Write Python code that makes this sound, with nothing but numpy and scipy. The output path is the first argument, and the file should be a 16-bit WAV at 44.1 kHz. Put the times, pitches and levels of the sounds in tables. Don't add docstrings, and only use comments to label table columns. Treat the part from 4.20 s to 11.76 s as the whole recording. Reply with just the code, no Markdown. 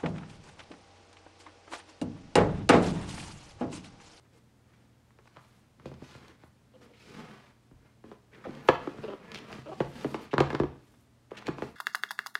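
import sys
import numpy as np
from scipy import signal
from scipy.fft import rfft, irfft, next_fast_len
from scipy.io import wavfile
from scipy.ndimage import uniform_filter1d

SR = 44100
rng = np.random.default_rng(int(sys.argv[2]) if len(sys.argv) > 2 else 0)


def to_wav(s):
    ch = np.atleast_2d(s).T
    pcm = np.round(np.clip(ch, -1, 1) * 32767)
    wavfile.write(sys.argv[1], SR, pcm.astype(np.int16))


N = 333307
TIME = np.arange(N) / SR


def amp(db):
    return 10 ** (np.asarray(db) / 20)


def unit(x):
    return x / np.sqrt(np.mean(x ** 2) + 1e-20)


def read(points, hz):
    f, value = np.transpose(points)
    return np.interp(np.log(hz + 1), np.log(f + 1), value)


def add(mix, s, sound):
    part = mix[max(round(s * SR), 0):][:len(sound)]
    part += sound[:len(part)]


def ringing(hz, spread_db=3.5):
    # (frequency [Hz], level over the plain blow [dB], t60 [s])
    modes = [(80.5, 7.5, 0.55), (137, 8.5, 0.13), (215, -16, 0.33), (320, -10, 0.48), (528, -6, .13),
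             (633.4, -4, .22), (737, -10, 0.19), (857, 0.5, .22), (963, -9.5, 0.31), (1012, -6, 0.25),
             (1220, -7, .2), (1697, -3.5, 0.07), (1706, -7, .2), (1836, -9, 0.36), (2130, 0, 0.23),
             (2265, -7.5, 0.23), (2470, -7.5, .16)]
    weights = amp(spread_db * rng.standard_normal(len(modes)))
    response = 1
    for weight, (f, db, t60) in zip(weights, modes):
        decay_s = t60 / np.log(1000)
        response = response + weight * amp(db) / (1 + 2j * np.pi * (hz - f) * decay_s)
    return response


def coloured(x, points, body=False):
    size = next_fast_len(len(x))
    hz = np.fft.rfftfreq(size, 1 / SR)
    response = amp(read(points, hz)) * (ringing(hz) if body else 1)
    return unit(irfft(rfft(x, size) * response, size)[:len(x)])


def bounces(decay_s, size):
    t = np.arange(size) / SR
    envelope = np.exp(-t / decay_s) - np.exp(-4 * t / decay_s)
    flurry = rng.standard_normal(size) * envelope
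    return rfft(flurry / np.linalg.norm(flurry))


def room_tone(air_db=-65.0):
    # (frequency [Hz], relative density [dB per Hz])
    air_colour = [(18, -32), (30, -14), (50, -6.5), (125, -2.5), (175, -4.5), (236, -3.5), (384, -12),
                  (734, -16.5), (1440, -20.5), (2610, -25), (8830, -32.5), (15000, -41.5)]
    # (frequency [Hz], rms level [dB])
    low_tones = [(80.7, -74.5), (119.6, -67), (217, -78)]
    tones = np.zeros(N)
    for hz, db in low_tones:
        tones += amp(db) * np.sqrt(2) * np.sin(2 * np.pi * (hz * TIME + rng.random()))
    return tones + amp(air_db) * coloured(rng.standard_normal(N), air_colour)


def room(x, wet_db, gap_s):
    # (frequency [Hz], t60 [s])
    decay_times = [(100, 0.51), (300, 0.38), (900, 0.43), (2500, 0.54), (6000, 0.36), (14000, 0.15)]
    echo_colour = [(120, 4.5), (380, -2.5), (900, 3.0), (2500, 0.0), (6000, 4), (14000, 1.5)]  # (Hz, dB)
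    t, out = TIME[:SR * 2 // 3], np.zeros(N)
    for k in range(3):
        hits = rng.random(len(t)) < 2500 / SR
        taps = rng.choice([-1., 1.], len(t)) * hits * np.clip(t / gap_s - 1, 0, 1)
        hz, frame_s, z = signal.stft(taps, SR, nperseg=256)
        colour_db = read(echo_colour, hz)[:, None]
        fall_db = 60 * frame_s / read(decay_times, hz)[:, None]
        tail = signal.istft(z * amp(colour_db - fall_db), SR, nperseg=256)[1]
        share = np.sqrt(2 / 3) * np.cos(np.pi * (TIME + k / 3))
        out += signal.fftconvolve(x * share, tail / np.linalg.norm(tail))[:N]
    return amp(wet_db) * out


def stroke(length, fastest):
    speed_power = 0.93
    through = np.linspace(0, 1, int(length * SR))
    turn = np.clip(fastest, .05, .95)
    speed = abs(np.sin(np.pi * np.interp(through, [0, turn, 1], [0, .5, 1])))
    return speed ** speed_power


def fibres(per_s, spread_db, smooth, flutter_db):
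    force = amp(spread_db * np.minimum(rng.exponential(1, N), 4))
    catches = (rng.random(N) < per_s / SR) * force * rng.choice([-1, 1], N)
    slow_noise = uniform_filter1d(rng.standard_normal(N), size=500)
    pressure = unit(uniform_filter1d(slow_noise, size=300))
    return (unit(catches) + smooth * rng.standard_normal(N)) * amp(flutter_db * pressure)


def wander(x, scatter=0.58, scatter_s=0.01, size=8192):
    out, window = np.zeros(N), np.sin(np.pi * np.arange(size) / size)
    padded = np.pad(x, (0, size))
    for start in range(0, N, size // 2):
        walls = (1 + scatter * bounces(scatter_s, 2 * size)) / np.hypot(1, scatter)
        piece = padded[start:start + size] * window ** 2
        add(out, start / SR, irfft(rfft(piece, 2 * size) * walls))
    return out


def rubbing(drag_db=-3.5, rasp_db=-6.0, hiss_db=-5.0):
    # (start [s], length [s], fastest point [share of length],
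    # drag [dB], rasp [dB], hiss [dB]), each level before the layer's own trim
    strokes = [(0, 0.084, 0.33, -59, -61, -79), (0.109, 0.097, 0.56, -57.5, -66, -69),
               (0.424, 0.33, 0.3, -68.5, -68, -77), (1.028, 0.096, .5, -66, -81, -69),
               (1.112, 0.42, 0.11, -72, -65.5, -70.5), (1.57, 0.3, 0.42, -53.5, -61, -69),
               (1.784, 0.22, 0.63, -59, -54, -57.5), (1.942, 0.23, 0.42, -52, -54, -64),
               (2.18, 0.12, 0.31, -68, -65, -73), (2.487, 0.28, 0.97, -58.5, -65.5, -73),
               (2.608, 0.063, 0.27, -62, -58, -61), (2.732, 0.32, 0.49, -58.5, -57.5, -58),
               (2.849, .33, 0.55, -45, -48, -60), (3.056, 0.29, 0.45, -57.5, -53.5, -65),
               (3.55, 0.2, 0.7, -66, -66, -80), (3.833, 0.14, 0.39, -52, -59.5, -69.5),
               (4.112, 0.15, 0.21, -52.5, -55.5, -72), (4.192, 0.46, 0.27, -45, -49.5, -62.5),
               (4.53, 0.32, 0.31, -48.5, -52, -61), (4.754, 0.26, 0.31, -48, -49, -61.5),
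               (4.95, 0.39, 0.54, -48, -48.5, -64.5), (5.255, 0.19, 0.44, -44.5, -45, -54.5),
               (5.378, 0.39, 0.63, -50, -55, -59), (5.691, 0.21, 0.63, -44.5, -47.5, -53.5),
               (5.864, 0.15, 0.44, -47, -50.5, -54.5), (5.962, .15, 0.27, -47, -49.5, -58.5),
               (6.254, .15, 0.33, -44, -56, -61), (6.499, .39, .3, -66.5, -70.5, -73),
               (7.1, 0.13, 0.95, -50.5, -47, -64.5), (7.24, 0.15, 0.21, -48, -48, -73),
               (7.361, 0.18, 0.19, -43.5, -53.5, -57)]
    # (frequency [Hz], level [dB])
    drag_colour = [(50, -12), (130, -9.5), (215, 9), (310, -0.5), (450, 3), (620, -15.5), (1000, -29),
                   (3000, -62)]
    rasp_colour = [(200, -40.5), (500, -4.5), (750, 0.5), (1400, 1.5), (2300, -3), (3200, -13.5),
                   (6000, -40.5)]
    hiss_colour = [(1200, -38.5), (2300, -4.5), (3100, 1), (4800, 0.5), (7000, -6.5), (10000, -13.5),
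                   (15500, -31)]
    power = np.zeros((3, N))
    for start, length, fastest, *levels_db in strokes:
        for layer, db in zip(power, levels_db):
            add(layer, start, (amp(db) * stroke(length, fastest)) ** 2)
    drive = wander(fibres(per_s=3000, spread_db=3, smooth=1.0, flutter_db=1.57))
    trims_db, colours = [drag_db, rasp_db, hiss_db], [drag_colour, rasp_colour, hiss_colour]
    out = np.zeros(N)
    for level, db, colour in zip(np.sqrt(power), trims_db, colours):
        out += level * amp(db) * coloured(drive, colour, body=True)
    return out


def scuffs(soft_hz=6500):
    # (time [s], length [s], level [dB], centre [Hz], width [octaves])
    skids = [(0.13, 0.071, -77, 8350, 0.49), (0.531, 0.025, -67, 1390, 0.9),
             (1.069, 0.013, -57.5, 990, 0.82), (1.16, 0.29, -79, 9500, 0.83),
             (1.148, 0.065, -60, 1220, 0.44), (1.657, 0.034, -61.5, 3280, 0.94),
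             (1.819, 0.023, -49.5, 400, 0.6), (2.235, .055, -79, 11000, .5), (2.62, 0.043, -77, 10000, .6),
             (2.717, 0.14, -64.5, 2360, 0.51), (4.126, 0.039, -57, 1950, 0.49),
             (4.238, 0.03, -47.5, 1250, 0.5), (4.417, 0.15, -71, 13000, 0.38),
             (4.471, 0.026, -51.5, 2960, 1.9), (4.673, 0.0059, -38, 1090, 0.4),
             (5.14, 0.024, -47.5, 3860, 0.61), (5.151, 0.046, -46, 2820, 0.46),
             (5.294, 0.041, -49.5, 905, 0.44), (5.616, 0.4, -70.5, 10400, 0.73),
             (6.007, 0.055, -69, 11100, 0.74), (6.107, 0.041, -49.5, 2650, 0.52),
             (6.391, 0.0085, -56.5, 3500, 0.88), (6.6, 0.29, -78, 10360, 0.81),
             (7.107, 0.0083, -55, 1100, 1.0), (7.165, 0.032, -46.5, 2580, 0.7),
             (7.254, 0.042, -49, 2390, 0.95), (7.385, 0.17, -77, 11000, .6)]
    out, drive = np.zeros(N), wander(fibres(per_s=1700, spread_db=5.0, smooth=.7, flutter_db=1.8))
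    hz = np.geomspace(50, 16000, 30)
    for s, length, db, centre_hz, octaves in skids:
        burst = drive[int(s * SR):][:int(length * SR)]
        hump = 1 + (np.log2(hz / centre_hz) / octaves) ** 2
        softening = 1 + (hz / max(soft_hz, centre_hz)) ** 2
        hump_db = -20 * np.log10(hump * softening)
        add(out, s, amp(db) * coloured(burst, np.c_[hz, hump_db]) * signal.windows.tukey(len(burst), .5))
    return out


def blow(levels_db, colour, panel_hz, panel_db=7, panel_octaves=0.25, scatter=.5, scatter_s=0.0095,
         crush_hz=2000, size=16384):
    # (low [Hz], high [Hz])
    bands = [(80, 220), (250, 600), (700, 2500), (3000, 9000)]
    crush, crush_s = .7, .0009
    hz = np.fft.rfftfreq(size, 1 / SR)
    panel_distance = np.log2((hz + 1) / panel_hz) / panel_octaves
    shape_db = read(colour, hz) + panel_db / (1 + panel_distance ** 2)
    ragged = crush * hz ** 2 / (hz ** 2 + crush_hz ** 2)
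    contact = np.sqrt(1 - ragged) + np.sqrt(ragged) * bounces(crush_s, size)
    body = ringing(hz) * (contact + scatter * bounces(scatter_s, size))
    power = abs(body * amp(shape_db)) ** 2 * 2 / size / (SR / 100)
    trims = []
    for db, (lo, hi) in zip(levels_db, bands):
        band_power = power[(hz > lo) & (hz < hi)].sum()
        trims.append((np.sqrt(lo * hi), db - 10 * np.log10(band_power)))
    cepstrum = irfft(np.log(amp(shape_db + read(trims, hz))))
    cepstrum[1:size // 2] *= 2
    cepstrum[size // 2 + 1:] = 0
    lag_s = .014 / (1 + (hz / 180) ** 1.5)
    chirp = np.exp(-2j * np.pi * np.cumsum(lag_s) * SR / size)
    return irfft(np.exp(rfft(cepstrum)) * body * chirp)[:size // 2]


def knocks():
    # (time [s], box body level [dB], weight = thump over body [dB], hardness = clack over body [dB],
    # pitch of the struck panel [Hz])
    strikes = [(0.906, -84, 0, 21.5, 300), (0.988, -58.5, -15, 1, 420), (1.056, -66.5, -8, 5, 493),
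               (1.163, -62, -11, 7, 520), (1.1691, -57.5, 6, 10.5, 557), (1.598, -62, 10, 6, 350),
               (1.6568, -37.5, -0.5, -13, 520), (1.674, -47, -6, -25, 300), (1.7159, -48.5, 2, -8.5, 486),
               (1.739, -60.5, 17, -2, 460), (1.8192, -45, -1, -16, 313), (1.951, -54, 7, -0.5, 510),
               (2.236, -55.5, 0, -0.5, 650), (3.513, -58, 7, -9.5, 282), (3.8403, -47, -14, -11.5, 398),
               (3.915, -44.5, -17, -7, 412), (4.267, -40, -8, -20, 430), (4.289, -38.5, -4, -24, 310),
               (4.4857, -23, -13.5, -5.5, 470), (4.488, -15.5, -16.5, 0, 497), (4.4976, -44, -12, 3, 446),
               (4.6724, -27, -21, -20.5, 304), (4.743, -44.5, -8, -20, 460), (4.785, -45.5, 7, -6, 420),
               (5.383, -47.5, 6.5, -20, 337), (5.6039, -22.5, -9, -9.5, 446),
               (5.6095, -32.5, -3, -10.5, 360), (5.8453, -25.5, -26, -13, 297.4),
               (5.8515, -28, -6.5, -24.5, 311), (5.944, -30, -15, -4, 343),
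               (6.1317, -25, -13.5, -14.5, 407), (6.139, -25.5, -12.5, -6.5, 378),
               (6.167, -41, 1, -18, 380), (6.181, -26, -1, 4.5, 307), (6.19, -31, -20, -14, 625),
               (6.2023, -21.5, -28, -13.5, 393), (6.2049, -18, -15.5, -6, 343),
               (6.3037, -39, -20, 7.5, 360), (6.329, -31.5, -8.5, -11, 360), (6.343, -26.5, -13, -22, 326),
               (6.3501, -40.5, -6, 10.5, 380), (6.3997, -21, -6, -12.5, 389), (6.412, -27, -24, -23.5, 362),
               (6.435, -24, -23.5, -16, 353), (6.74, -71.5, 9, 8.5, 330), (7.116, -35.5, -24, -14, 450),
               (7.224, -61, -11, 15, 330), (7.2801, -27.5, -34, -18, 370), (7.286, -31.5, 0.5, -5.5, 296),
               (7.3838, -38.5, -16, -5, 298), (7.4217, -29, -10, -8.5, 358)]
    # (frequency [Hz], level [dB])
    blow_colour = [(25, -30), (70, -12.5), (135, -8), (210, -2.5), (380, 0.5), (650, -6), (1050, -5),
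                   (2000, -14), (3500, -22), (6000, -33.5), (10000, -47), (16000, -65)]
    tick_under_db, tick_share = 18.5, 0.86
    hard_tilt = .06
    out, (hz, colour_db) = np.zeros(N), np.transpose(blow_colour)
    for s, body_db, weight_db, hard_db, panel_hz in strikes:
        tick_db = tick_share * hard_db - tick_under_db
        levels_db = body_db + np.array([weight_db, 0, hard_db, tick_db])
        octaves_above = np.log2(np.maximum(hz / panel_hz, 1))
        colour = np.c_[hz, colour_db + hard_tilt * hard_db * octaves_above]
        add(out, s, blow(levels_db, colour, panel_hz))
    return out


def bright_ticks(panel_hz=420):
    # (time [s], tick level [dB], brightness [dB per octave])
    ticks = [(1.659, -61, 4), (1.741, -64, -4), (2.082, -63.5, 8), (4.308, -62.5, -6), (4.351, -60, -2),
             (5.118, -50, 1), (5.146, -47.5, -1.5), (5.157, -49, -5), (5.175, -56, 3), (5.187, -58, 7),
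             (5.328, -49, -9.5), (6.138, -50, -4.5), (6.1813, -48, -7), (6.2037, -40.5, 1.5),
             (6.331, -55, -4), (6.3491, -46.5, -3), (7.269, -44.5, 0), (7.28, -57, 3)]
    # (thump [dB], body [dB], clack [dB])
    rest_db = (-4.5, -5.5, 1)
    # (frequency [Hz], level [dB])
    tick_colour = [(25, -36.5), (130, -9), (400, -8), (1200, -4), (3500, -3), (6000, -13), (10000, -27.5),
                   (16000, -41.5)]
    out, (hz, colour_db) = np.zeros(N), np.transpose(tick_colour)
    for s, tick_db, tilt_db in ticks:
        colour = np.c_[hz, colour_db + tilt_db * np.log2(hz / panel_hz)]
        levels_db = [tick_db + db for db in rest_db] + [tick_db]
        add(out, s, blow(levels_db, colour, panel_hz, scatter=.35, scatter_s=.006))
    return out


def creaks(jitter=0.046, slip_db=-4, thump_db=-22, spread_db=2.0):
    # (time [s], length [s], slips [per s], body [dB], clack [dB], tick [dB], panel pitch [Hz]),
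    # levels before the slip trim and its random force
    runs = [(2.537, .025, 255, -59, -73, -74, 510), (2.61, .05, 244, -60, -66.5, -80, 513),
            (2.687, .035, 244, -59, -85, -86, 480), (4.252, .018, 260, -42.5, -49.5, -66, 654),
            (4.834, 0.018, 218, -36.5, -50, -58, 446), (4.88, .011, 205, -35, -54, -58, 620),
            (4.9, 0.035, 200, -39, -48.5, -62, 443), (5.458, .022, 300, -42.5, -54, -68, 447),
            (5.484, .016, 310, -45, -55, -80, 620), (5.516, 0.02, 380, -45, -47, -81, 910)]
    # (frequency [Hz], level [dB])
    slip_colour = [(100, -23), (280, -2.5), (435, -2.5), (640, -4.5), (900, -9.5), (1350, -9), (2000, -27),
                   (2900, -15), (4200, -28), (8000, -58), (16000, -70)]
    out = np.zeros(N)
    for s, length, rate, body_db, clack_db, tick_db, panel_hz in runs:
        levels_db = [body_db + thump_db, body_db, clack_db, tick_db]
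        slip = blow(levels_db, slip_colour, panel_hz, panel_db=8, scatter=0.46, scatter_s=0.0069)
        chance = rng.standard_normal(size=(64, 2))
        for k, (late, force) in enumerate(chance[:int(length * rate) + 1]):
            add(out, s + (k + jitter * late) / rate, slip * amp(slip_db + spread_db * force))
    return out


def shudder(rise_s=.012):
    # (time [s], level before rise and decay [dB], t60 [s])
    pushes = [(3.53, -52, 0.36), (4.495, -56, 0.97), (5.61, -52, 0.99), (6.185, -42, 0.4),
              (6.405, -42, 0.43), (7.285, -59, 0.66)]
    # (frequency [Hz], level [dB])
    sway_colour = [(20, -35.5), (30, -13), (38, 2.5), (47, 5.5), (63, 1.5), (82, -6.5), (110, -5),
                   (200, -60)]
    sway, t = np.zeros(N), TIME[:SR]
    for s, db, t60 in pushes:
        add(sway, s, amp(db - 60 * t / t60) * (1 - np.exp(-t / rise_s)))
    return sway * coloured(rng.standard_normal(N), sway_colour)


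def scene():
    handling = knocks() + bright_ticks() + creaks() + rubbing() + scuffs()
    echoes = room(handling, wet_db=-12.5, gap_s=0.0076)
    return (handling + echoes + shudder() + room_tone())[None]


def record(dry):
    edge_hz = 15800
    low_pass = signal.firwin(511, edge_hz, window=("kaiser", 9), fs=SR)
    return signal.oaconvolve(dry, low_pass[None], "same")


dry = scene()
out = record(dry)
to_wav(out)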